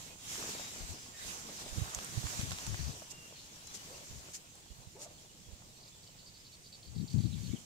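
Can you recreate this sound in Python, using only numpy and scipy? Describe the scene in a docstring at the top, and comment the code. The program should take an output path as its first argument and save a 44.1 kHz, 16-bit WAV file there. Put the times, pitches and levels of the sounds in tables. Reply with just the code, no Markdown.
"""Reeds hiss in a gusty breeze at the edge of a reed bed, with small birds whistling far off.
The gusts brush leaves together and knock stalks, and eddies buffet each microphone port in turn.
Near the microphone a swan preens: bill and quills click, and feathers swish through the bill.
Dry blades rub and snap, a distant waterfowl calls twice, and toward the end a warbler chatters
over the twitter of farther birds."""
import sys
import numpy as np
from scipy import signal
from scipy.fft import rfft, irfft
from scipy.io import wavfile
from scipy.ndimage import uniform_filter1d

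SR = 44100
rng = np.random.default_rng(int(sys.argv[2]) if len(sys.argv) > 2 else 0)


def master_out(mix):
    """Clip the mix to full scale and print it as 16-bit PCM to the path in sys.argv[1]."""
    frames = np.transpose(np.atleast_2d(mix))
    ceiling = np.clip(frames, -1, 1)
    pcm = np.round(ceiling * 32767).astype(np.int16)
    wavfile.write(sys.argv[1], SR, pcm)


N = 337365


def amp(db):
    """Decibels to gain."""
    return 10 ** (np.asarray(db) / 20)


def unit(x):
    """Scales to an rms of 1."""
    return x / np.sqrt(np.mean(x ** 2) + 1e-20)


def drift(count, span):
    """A random wander of rms 1, smoothed over span steps."""
    return unit(uniform_filter1d(rng.standard_normal(count), size=span))


def read(spectrum, hz):
    """Reads a spectrum on a log-frequency axis."""
    freq_hz, value = np.transpose(spectrum)
    return np.interp(np.log(hz + 1), np.log(freq_hz + 1), value)


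def follow(rows, lag_s=0):
    """Each column of a time curve at every sample, lag_s late."""
    times, *columns = np.transpose(rows)
    return [np.interp(np.arange(N) / SR - lag_s, times, column) for column in columns]


def add(mix, start_s, sound):
    """Mixes a sound in at start_s."""
    part = mix[..., max(round(start_s * SR), 0):][..., :sound.shape[-1]]
    part += sound[..., :part.shape[-1]]


def sides(pan_db):
    """Gains of the two microphone ports; pan_db is left minus right."""
    return amp(np.array([[.5], [-.5]]) * pan_db)


def colour(x, spectrum, stretch=1):
    """Filters by a spectrum whose frequencies are multiplied by stretch."""
    hz = np.fft.rfftfreq(x.shape[-1], 1 / SR)
    return irfft(rfft(x) * amp(read(spectrum, hz / stretch)), x.shape[-1])


def crackle(spectrum, per_s, spread_db):
    """Tiny contacts of unequal size, each stronger in one port."""
    size = amp(spread_db * np.minimum(rng.exponential(1, N), 3))
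    contacts = rng.random(N) < per_s / SR
    return unit(colour(size * contacts * rng.uniform(-0.99, 1, (2, N)), spectrum))


# How alike the two ports hear the surrounding noise: freq_hz, coherence
PORT_COHERENCE = [(40, 0.46), (150, 0.86), (300, 0.95), (700, 0.62), (1300, 0.72), (2200, 0.1), (6000, 0),
                  (15000, 0.07)]
def wash(spectrum, patchy_db, flutter_db, lag_ms):
    """Noise with drifting patches and a shared flutter, reaching the right port a little late."""
    frames, hz = N // 256 + 5, np.fft.rfftfreq(1024, 1 / SR)
    a, b, c, d, patches = np.moveaxis(rng.standard_normal((frames, len(hz), 5)), -1, 0)
    patches = unit(uniform_filter1d(uniform_filter1d(patches, size=10, axis=0), size=20, axis=1))
    flutter = drift(frames, 7)[:, None]
    coherence = np.clip(read(PORT_COHERENCE, hz), 0, 1)
    left, unrelated = a + 1j * b, c + 1j * d
    right = coherence * left + np.sqrt(1 - coherence ** 2) * unrelated
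    right *= np.exp(-2j * np.pi * hz * lag_ms / 1000)
    bins = np.array([left, right]) * amp(read(spectrum, hz) + patchy_db * patches + flutter_db * flutter)
    _, noise = signal.istft(bins.swapaxes(1, 2), nperseg=1024, noverlap=768)
    return unit(noise[:, :N])


# Gusts in the reed bed, heard as leaf hiss: time_s, level_db, pan_db
GUST_CURVE = [(.06, -55, -1), (.165, -60.5, -2), (.23, -55.5, 1), (.285, -50, 0), (.345, -46, 0),
              (.42, -48, 1.5), (.5, -46.5, 1.5), (.63, -51.5, 3), (.9, -52.5, .5), (.97, -57, 2),
              (1.06, -56, 2), (1.11, -58, 1), (1.22, -52, -0.5), (1.295, -49, -3.5), (1.38, -51.5, -1.5),
              (1.46, -53.5, 0), (1.6, -51.5, 1.5), (2.12, -51.5, 0.5), (2.39, -46.5, -2), (2.46, -50, 1.5),
              (2.85, -52, 1.5), (3.1, -59, 2.5), (3.551, -60, 2.5), (3.8, -55.5, 3.5), (4.28, -58, 2.5),
              (4.46, -63.5, 2.5), (6.88, -65, 1), (7.1, -62, -1.5), (7.53, -59, -1.5), (7.65, -63, 0)]
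# Leaves brushing: freq_hz, gain_db
LEAF_SPECTRUM = [(710, -21), (1200, -7.5), (1600, -8.5), (1730, -6.5), (2480, -3), (2950, -2.5), (4530, -2),
                 (6110, 2), (7330, 1.5), (8790, -6.5), (10700, -11), (14700, -13), (15500, -17.5)]
def leaves():
    """Gusts brush the reed leaves together in a bright hiss full of small ticks."""
    gust_db, pan_db = follow(GUST_CURVE)
    hiss = amp(4.5) * wash(LEAF_SPECTRUM, patchy_db=1.5, flutter_db=.6, lag_ms=0.303)
    ticks = amp(-6.5) * crackle(LEAF_SPECTRUM, per_s=640, spread_db=0)
    return (hiss + ticks) * amp(gust_db) * sides(pan_db)


def driven(level_db, growth, lag_s=0, average_gust_db=-55):
    """A wind-driven level: level_db in an average gust, plus growth dB for each dB of gust."""
    gust_db, _ = follow(GUST_CURVE, lag_s)
    return level_db + growth * (gust_db - average_gust_db)


SWAY = dict(level_db=-61.5, growth=0.88, lag_s=0.042)
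# Stalks rubbing: freq_hz, gain_db
STALK_SPECTRUM = [(40, -25), (120, 1), (200, 4), (400, 0.5), (650, 0), (1000, -2.5), (1500, -11.5),
                  (2600, -36), (5000, -61)]
def stalks():
    """Swaying stalks rub with a low rustle, just behind each gust."""
    rustle = amp(2) * wash(STALK_SPECTRUM, patchy_db=2.5, flutter_db=1.5, lag_ms=0.3)
    ticks = amp(-6) * crackle(STALK_SPECTRUM, per_s=200, spread_db=4.5)
    return (rustle + ticks) * amp(driven(**SWAY))


# Rasp of dry blades: freq_hz, gain_db
BLADE_SPECTRUM = [(300, -19), (700, -6.5), (1100, -4.5), (1700, -3.5), (2400, -15), (3500, -11),
                  (6000, -51)]
# Longer rubs among the reeds: start_s, length_s, level_db
BLADE_RUBS = [(1.123, 0.28, -59.5), (1.697, 0.5, -56), (2.476, 0.54, -65)]
def blades():
    """Dry blades scrape across each other with the gusts and in a few longer strokes."""
    power = amp(driven(level_db=-67, growth=1.3)) ** 2
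    for start_s, length_s, level_db in BLADE_RUBS:
        add(power, start_s, amp(level_db) ** 2 * np.hanning(round(length_s * SR)))
    rasp = amp(1.5) * wash(BLADE_SPECTRUM, patchy_db=3.5, flutter_db=-2, lag_ms=0.35)
    ticks = amp(-5.5) * crackle(BLADE_SPECTRUM, per_s=130, spread_db=3)
    return (rasp + ticks) * np.sqrt(power)


# Background of the marsh: freq_hz, gain_db
HUSH_SPECTRUM = [(20, -10), (60, 8), (170, 3.5), (300, -12.5), (480, -3.5), (1000, -20), (1800, -15),
                 (2800, -9), (4800, -6.5), (5600, -41), (7300, -2.5), (10400, -25), (14500, -16.5),
                 (15500, -13.5)]
# Breeze at the microphone: freq_hz, gain_db
RUMBLE_SPECTRUM = [(15, -20), (35, -0.5), (70, 2), (150, 3.5), (220, -7), (350, -10), (800, -30),
                   (2000, -47)]
def open_air():
    """A steady hush, stronger on the right, and a low rumble that swells a little with the gusts."""
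    hush = wash(HUSH_SPECTRUM, patchy_db=2.5, flutter_db=0.5, lag_ms=0.12)
    rumble = wash(RUMBLE_SPECTRUM, patchy_db=0.5, flutter_db=1.7, lag_ms=0.051)
    return amp(-67) * sides(-11) * hush + amp(driven(level_db=-61.5, growth=0.3)) * rumble


def from_afar(x, t60_s, wet_db):
    """Distance across the marsh: a direct path and a diffuse tail scattered by the vegetation."""
    t = np.arange(SR // 2) / SR
    tail = rng.standard_normal((2, len(t))) * amp(-60 * t / t60_s)
    tail /= np.linalg.norm(tail[0])
    scattered = signal.fftconvolve(x[None], tail, axes=1)[:, :N]
    return (x + amp(wet_db) * scattered) / np.hypot(1, amp(wet_db))


def note(hz, waver):
    """A softly started bird tone whose pitch and strength both waver."""
    wobble, shimmer = drift(len(hz), 200), drift(len(hz), 200)
    tone = np.sin(2 * np.pi * np.cumsum(hz * (1 + waver * wobble)) / SR)
    return unit(tone * np.exp(shimmer / 2) * signal.windows.tukey(len(hz), .3))


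# Small birds far from the microphone: start_s, length_s, start_hz, end_hz, level_db
BIRD_WHISTLES = [(.08, .07, 2530, 2480, -67), (.53, .19, 3820, 3800, -59), (.93, .16, 5000, 5040, -63.5),
                 (1.135, .07, 1864, 1780, -65), (1.15, .2, 3820, 3830, -62.5), (1.55, .16, 5000, 4950, -63),
                 (1.77, .13, 3830, 3820, -64), (2.78, .12, 4340, 4960, -57.5),
                 (3.09, .22, 2810, 2780, -64.5), (3.329, .14, 4330, 4170, -62.5),
                 (3.32, .12, 3200, 2810, -68), (3.365, .05, 3750, 3580, -67),
                 (3.674, .022, 4090, 4020, -59.5), (3.705, .05, 3450, 3490, -64.5),
                 (3.775, .04, 3000, 2950, -65), (3.94, .04, 2720, 2930, -65.5),
                 (4.625, .09, 3280, 3330, -71), (4.68, .065, 3000, 2830, -74), (4.82, .03, 4000, 4020, -68),
                 (5.14, .032, 4330, 4300, -66), (5.178, .024, 3660, 2900, -66),
                 (5.257, .025, 3600, 3100, -67.5), (5.285, .035, 2980, 2850, -70),
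                 (5.427, .075, 3290, 3380, -68.5), (5.745, .045, 4350, 4340, -68),
                 (5.92, .04, 3520, 3430, -67), (6.06, .06, 3020, 3000, -71), (6.383, .035, 5030, 5020, -64),
                 (7.365, .025, 2400, 2200, -68), (7.511, .023, 2130, 2330, -64.5),
                 (7.556, .026, 3350, 2750, -58.5)]
def whistles():
    """Thin whistles blurred by distance; long, high glides warble most."""
    out = np.zeros(N)
    for start_s, length_s, start_hz, end_hz, level_db in BIRD_WHISTLES:
        glide = min(abs(np.log(end_hz / start_hz)), .06)
        warble = .005 + 7 * length_s * glide * (start_hz / 4400) ** 2
        tone = note(np.geomspace(start_hz, end_hz, round(length_s * SR)), warble)
        fade = unit(np.linspace(1, .5, len(tone)))
        add(out, start_s, amp(level_db + 2) * tone * fade)
    return from_afar(out, t60_s=.42, wet_db=-1)


def taps(count=14, over_sway_db=16, low_hz=400, high_hz=800):
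    """Rows of light knocks at random times, stronger as the stalks sway harder."""
    level_db = driven(**SWAY) + over_sway_db
    return [(when * N / SR, level_db[int(when * N)], low_hz + (high_hz - low_hz) * pitch)
            for when, pitch in rng.random((count, 2))]


# Loud knocks in the reed bed: start_s, level_db, pitch_hz
STALK_KNOCKS = [(0.381, -43, 500), (.398, -37, 401), (0.426, -33, 1220), (0.438, -37, 522),
                (.458, -39, 500), (.491, -37, 390), (.55, -38, 450), (.596, -35.5, 560), (.759, -40.5, 463),
                (1.488, -37.5, 425), (1.662, -37, 404), (1.807, -36.5, 1400), (1.938, -36, 1400),
                (1.9485, -33, 2000), (2.269, -34, 1100), (2.517, -34, 1100), (2.67, -39, 1000),
                (2.7442, -31, 1500), (3.02, -39.5, 600), (3.325, -44, 650), (5.621, -47, 900)]
def knocks(right_lag_s=0.00019, scuff_db=-7):
    """Stalks knock, ring for a couple of damped cycles and scuff as they slide apart."""
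    out, t = np.zeros((2, N)), np.arange(1024) / SR
    for start_s, level_db, pitch_hz in STALK_KNOCKS + taps():
        cycles = pitch_hz * t
        ring = np.sin(2 * np.pi * cycles) * np.exp(-cycles)
        scuff = unit(colour(rng.standard_normal(len(t)), BLADE_SPECTRUM, stretch=pitch_hz / 1200))
        knock = amp(level_db - 2) * (ring + amp(scuff_db) * scuff * np.exp(-cycles / 4))
        add(out[0], start_s, knock)
        add(out[1], start_s + right_lag_s, knock)
    return out


# Turbulent pressure on a port: freq_hz, gain_db
BUFFET_SPECTRUM = [(15, -51), (40, -15), (80, 4.5), (130, 3.5), (180, -3.5), (260, -15), (400, -35),
                   (800, -114), (2000, -71)]
# Eddies right on the microphone: start_s, length_s, level_db, speed_ratio, port (0 left, 1 right)
PORT_EDDIES = [(0.808, 0.036, -40, 0.5, 0), (0.894, 0.029, -40, 0.61, 0), (1.249, 0.037, -48, 0.58, 0),
               (1.72, 0.0045, -36, 0.39, 1), (1.776, 0.012, -29.5, 0.86, 1), (1.811, 0.011, -29, 0.76, 1),
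               (1.968, 0.01, -41, 0.56, 1), (2.174, 0.0042, -26, 1.05, 1), (2.241, 0.019, -33, 0.81, 1),
               (2.39, 0.0082, -31, 1, 0), (2.429, 0.011, -31, 0.91, 0), (2.473, 0.065, -38.5, 0.87, 0),
               (2.677, 0.07, -35, 0.73, 0), (2.793, 0.11, -34.5, 0.81, 0), (4.099, 0.018, -45, 0.7, 1),
               (4.131, 0.059, -46, 0.8, 0), (4.705, 0.016, -45, 0.46, 1), (4.785, 0.033, -55, 0.72, 1),
               (4.87, 0.004, -44, 0.66, 1), (5.48, 0.0049, -45.5, 0.67, 1), (5.525, 0.0092, -44, 0.58, 1),
               (6.871, 0.064, -45, 0.91, 0), (6.958, 0.035, -34.5, 1.08, 0), (6.999, 0.043, -32.5, 1.38, 0),
               (7.142, 0.059, -24, 1.15, 0), (7.238, 0.027, -25.5, 1.24, 0), (7.278, 0.2, -35.5, 1.02, 0),
               (7.494, 0.015, -31.5, 1.05, 0), (7.533, 0.0082, -30, 1.56, 0)]
def eddies(rise_s=0.0013, fall_s=0.011, wake_db=-14, wake_s=0.043, lumps_db=1):
    """Each eddy shakes one port in lumps, inside a weak, slow wake; faster air sounds higher."""
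    out, t = np.zeros((2, N)), np.arange(-16384, 16384) / SR
    for start_s, length_s, level_db, speed_ratio, port in PORT_EDDIES:
        before, after = np.maximum(-t, 0), np.maximum(t - length_s, 0)
        push = np.exp(-before / rise_s - after / fall_s)
        wake = amp(wake_db) * np.exp(-(before + after) / wake_s)
        lumps = unit(amp(lumps_db * drift(len(t), 800)))
        swirl = signal.hilbert(colour(rng.standard_normal(len(t)), BUFFET_SPECTRUM, stretch=speed_ratio))
        even_swirl = swirl.real / np.sqrt(uniform_filter1d(abs(swirl) ** 2, size=700) / 2)
        add(out[round(port)], start_s + t[0], amp(level_db) * np.maximum(push, wake) * lumps * even_swirl)
    return out


# Feather barbs: freq_hz, gain_db
BARB_SPECTRUM = [(300, -24), (1200, -18), (2300, -8), (3500, -8), (5000, -0.5), (7000, 4), (8200, -1),
                 (10000, -10.5), (15000, -17.5)]
# The swan's bill and quills, near the microphone: start_s, level_db, pitch_hz, pan_db
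BILL_CLICKS = [(1.8957, -39, 7400, -2), (1.948, -22.5, 6700, -3), (2.0343, -37, 6770, -.5),
               (2.047, -35.5, 8500, -14), (2.6665, -31, 7600, -2), (2.6674, -33, 5960, 2),
               (3.12, -44, 7000, -4), (3.2787, -42, 6850, 2), (3.671, -35.5, 6900, 9),
               (3.674, -43, 5500, 15), (3.742, -43, 6560, 6), (3.7725, -39, 7000, 5),
               (4.3445, -41, 7300, 5), (4.3525, -39, 6800, 4), (4.5548, -47, 9800, -3),
               (5.029, -40, 7300, 1)]
def clicks(edge_db=-15, edge_s=.0007, ring_rise_s=.00019, rattle_db=-15, rattle_s=0.0068):
    """Bill meets quill: a sharp edge, a few cycles of bright ring, then a brief rattle of barbs."""
    out, t = np.zeros((2, N)), np.arange(1024) / SR
    swell = t / ring_rise_s
    for start_s, level_db, pitch_hz, pan_db in BILL_CLICKS:
        edge = amp(edge_db) * rng.standard_normal(len(t)) * np.exp(-t / edge_s)
        ring = swell * np.exp(1 - swell) * np.sin(2 * np.pi * pitch_hz * t)
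        rattle = unit(colour(rng.standard_normal((2, len(t))), BARB_SPECTRUM)) * np.exp(-t / rattle_s)
        add(out, start_s, amp(level_db + 0.5) * sides(pan_db) * (edge + ring + amp(rattle_db) * rattle))
    return out


# Splintering blades: freq_hz, gain_db
SPLINTER_SPECTRUM = [(150, -15), (500, 0), (1800, 0), (2700, -5), (7000, -3), (15000, -18)]
# Blades snapping on either side of the microphone: start_s, level_db, pitch_hz, pan_db
BLADE_SNAPS = [(1.9885, -29.5, 2300, 5), (2.2682, -31, 2600, 4), (2.413, -27, 2800, 0),
               (2.5085, -28, 5500, -10), (2.5185, -25.5, 3400, -6), (2.5237, -33, 6000, -10),
               (2.5305, -33, 3800, 0), (2.5865, -26.5, 3300, 3), (2.6663, -35, 3800, -3)]
def snaps(right_lag_s=0.00023, splinter_db=-14, splinter_s=.0035):
    """A dry blade gives way in a single swing, followed by a few splinters."""
    out, t = np.zeros((2, N)), np.arange(1024) / SR
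    for start_s, level_db, pitch_hz, pan_db in BLADE_SNAPS:
        crack = np.sin(2 * np.pi * pitch_hz * t) * np.exp(1 / 3 - t * pitch_hz * 4 / 3)
        spikes = rng.standard_normal(len(t)) ** 3
        splinters = unit(colour(spikes, SPLINTER_SPECTRUM)) * np.exp(-t / splinter_s)
        left, right = amp(level_db) * sides(pan_db) * (crack + amp(splinter_db) * splinters)
        add(out[0], start_s, left)
        add(out[1], start_s + right_lag_s, right)
    return out


# The swan's preening strokes, close by: start_s, length_s, swell_fraction, level_db, pan_db
FEATHER_STROKES = [(3.095, 0.035, .55, -45.5, -3), (3.736, 0.046, .3, -44, 8),
                   (4.331, 0.056, 0.3, -42.5, 4), (4.988, 0.078, 0.55, -45.5, 3)]
def feathers(clump_db=1.5):
    """Barbs slip past the edge of the bill in clumps: a short, crisp zip that swells and fades."""
    barbs = crackle(BARB_SPECTRUM, per_s=24000, spread_db=.5)
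    clumps = unit(amp(clump_db * drift(N, 90)))
    envelope = np.zeros((2, N))
    for start_s, length_s, swell_fraction, level_db, pan_db in FEATHER_STROKES:
        progress = np.linspace(0, 1, round(length_s * SR))
        stroke = np.interp(progress, [0, swell_fraction, 1], [0, 1, 0]) ** .8
        add(envelope, start_s, amp(level_db) * sides(pan_db) * stroke)
    return envelope * barbs * clumps


# Breath in the waterfowl's throat: freq_hz, gain_db
THROAT_SPECTRUM = [(200, 2), (400, 5), (650, 7), (900, 4), (1150, -9), (1500, -26), (3000, -40)]
# Calls from far across the marsh: start_s, length_s, start_hz, top_hz, level_db
WATERFOWL_CALLS = [(3.86, .15, 390, 590, -59.5), (4.938, .155, 300, 640, -57)]
def waterfowl(peak_fraction=.72, overtone_db=-13, rasp_db=-5):
    """A hoarse, breathy call that rises to a peak and breaks off downward, dull with distance."""
    out = np.zeros(N)
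    for start_s, length_s, start_hz, top_hz, level_db in WATERFOWL_CALLS:
        progress = np.linspace(0, 1, round(length_s * SR))
        arch = np.sin(np.pi / 2 * np.interp(progress, [0, peak_fraction, 1], [0, 1, 1.55]))
        hz = start_hz + (top_hz - start_hz) * arch
        tone = note(hz, waver=.05) + amp(overtone_db) * note(2 * hz, waver=.09)
        breath = colour(rng.standard_normal(len(hz)), THROAT_SPECTRUM)
        rasp = unit(breath * signal.windows.tukey(len(hz), .5))
        add(out, start_s, amp(level_db) * (tone + amp(rasp_db) * rasp))
    return from_afar(out, t60_s=.8, wet_db=-4)


# Strength of the farther songbirds' notes: time_s, level_db
TWITTER_CURVE = [(4.6, -74), (6.2, -72), (6.9, -88), (7.35, -67), (7.53, -65)]
def twitter(count=100):
    """Short scratchy falling notes from farther birds, crowding together as their song builds."""
    out = np.zeros(N)
    times, levels_db = np.transpose(TWITTER_CURVE)
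    for k, (late, pitch, glide, span) in enumerate(rng.random((count, 4))):
        start_s = times[0] + (times[-1] - times[0]) * ((k + late) / count) ** (1 / 3)
        length_s = .018 + .03 * span
        hz = (3100 + 1900 * pitch) * np.geomspace(1, .74 + .24 * glide, round(length_s * SR))
        add(out, start_s, amp(np.interp(start_s, times, levels_db)) * note(hz, waver=.03))
    return from_afar(out, t60_s=.3, wet_db=2)


# Buzz in the warbler's throat: freq_hz, gain_db
BUZZ_SPECTRUM = [(2400, -25), (3100, -12), (3600, -2), (4600, 3), (5000, 0), (5800, -15), (7000, -33)]
# Distant syllables, a little to the right: time_s, chip_count, spacing_s, top_hz, level_db
WARBLER_SYLLABLES = [(5.812, 4, 0.023, 4900, -58.5), (6.037, 2, 0.038, 4760, -58),
                     (6.19, 3, 0.013, 4700, -59.5), (6.266, 3, .013, 4870, -56.5),
                     (6.347, 3, .013, 4650, -58.5), (6.45, 3, 0.014, 4700, -59),
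                     (6.531, 3, 0.011, 4560, -58.5), (6.647, 3, .013, 4710, -59),
                     (6.729, 3, 0.012, 4630, -54.5), (6.831, 3, .025, 4650, -57.5),
                     (6.958, 3, .025, 4700, -55.5), (7.084, 3, .024, 4770, -53.5),
                     (7.187, 4, 0.0245, 4600, -54.5), (7.33, 2, 0.012, 3950, -55.5),
                     (7.445, 3, 0.015, 4390, -55.5)]
def warbler(chip_s=.015, drop_fraction=.27, buzz_db=-3, uneven_db=1.2):
    """A warbler chatters in quick, buzzy chips whose pitch arches up and then drops."""
    out, count = np.zeros(N), round(chip_s * SR)
    arch = 1 - drop_fraction * np.linspace(-.6, 1, count) ** 2
    for time_s, chip_count, spacing_s, top_hz, level_db in WARBLER_SYLLABLES:
        for k in range(round(chip_count)):
            breath = colour(rng.standard_normal(count), BUZZ_SPECTRUM, stretch=top_hz / 4700)
            buzz = unit(breath * np.hanning(count))
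            chip = unit(note(top_hz * arch, waver=.025) + amp(buzz_db) * buzz)
            chip_db = level_db - 1 + uneven_db * rng.standard_normal()
            add(out, time_s + k * spacing_s - chip_s / 2, amp(chip_db) * chip)
    return from_afar(out, t60_s=.2, wet_db=-4.5) * sides(-1.5)


def scene():
    """Reeds, wind, swan and far birds, heard from the edge of the reed bed."""
    bed = leaves() + stalks() + blades() + open_air()
    events = whistles() + knocks() + eddies() + clicks() + snaps() + feathers()
    return bed + events + waterfowl() + twitter() + warbler()


# Balance of the microphone's ports: freq_hz, pan_db
PORT_BALANCE = [(2500, -0.5), (4400, 0), (8000, -5.5), (15000, -2)]
def record(dry, cutoff_hz=15700):
    """A two-port microphone, a little brighter on the right, then the recorder's band limit."""
    pan_db = read(PORT_BALANCE, np.fft.rfftfreq(N, 1 / SR))
    heard = irfft(rfft(dry) * sides(pan_db), N)
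    lowpass = signal.firwin(511, cutoff_hz, window=("kaiser", 9), fs=SR)
    return signal.oaconvolve(heard, lowpass[None], "same")


dry = scene()
out = record(dry)
master_out(out)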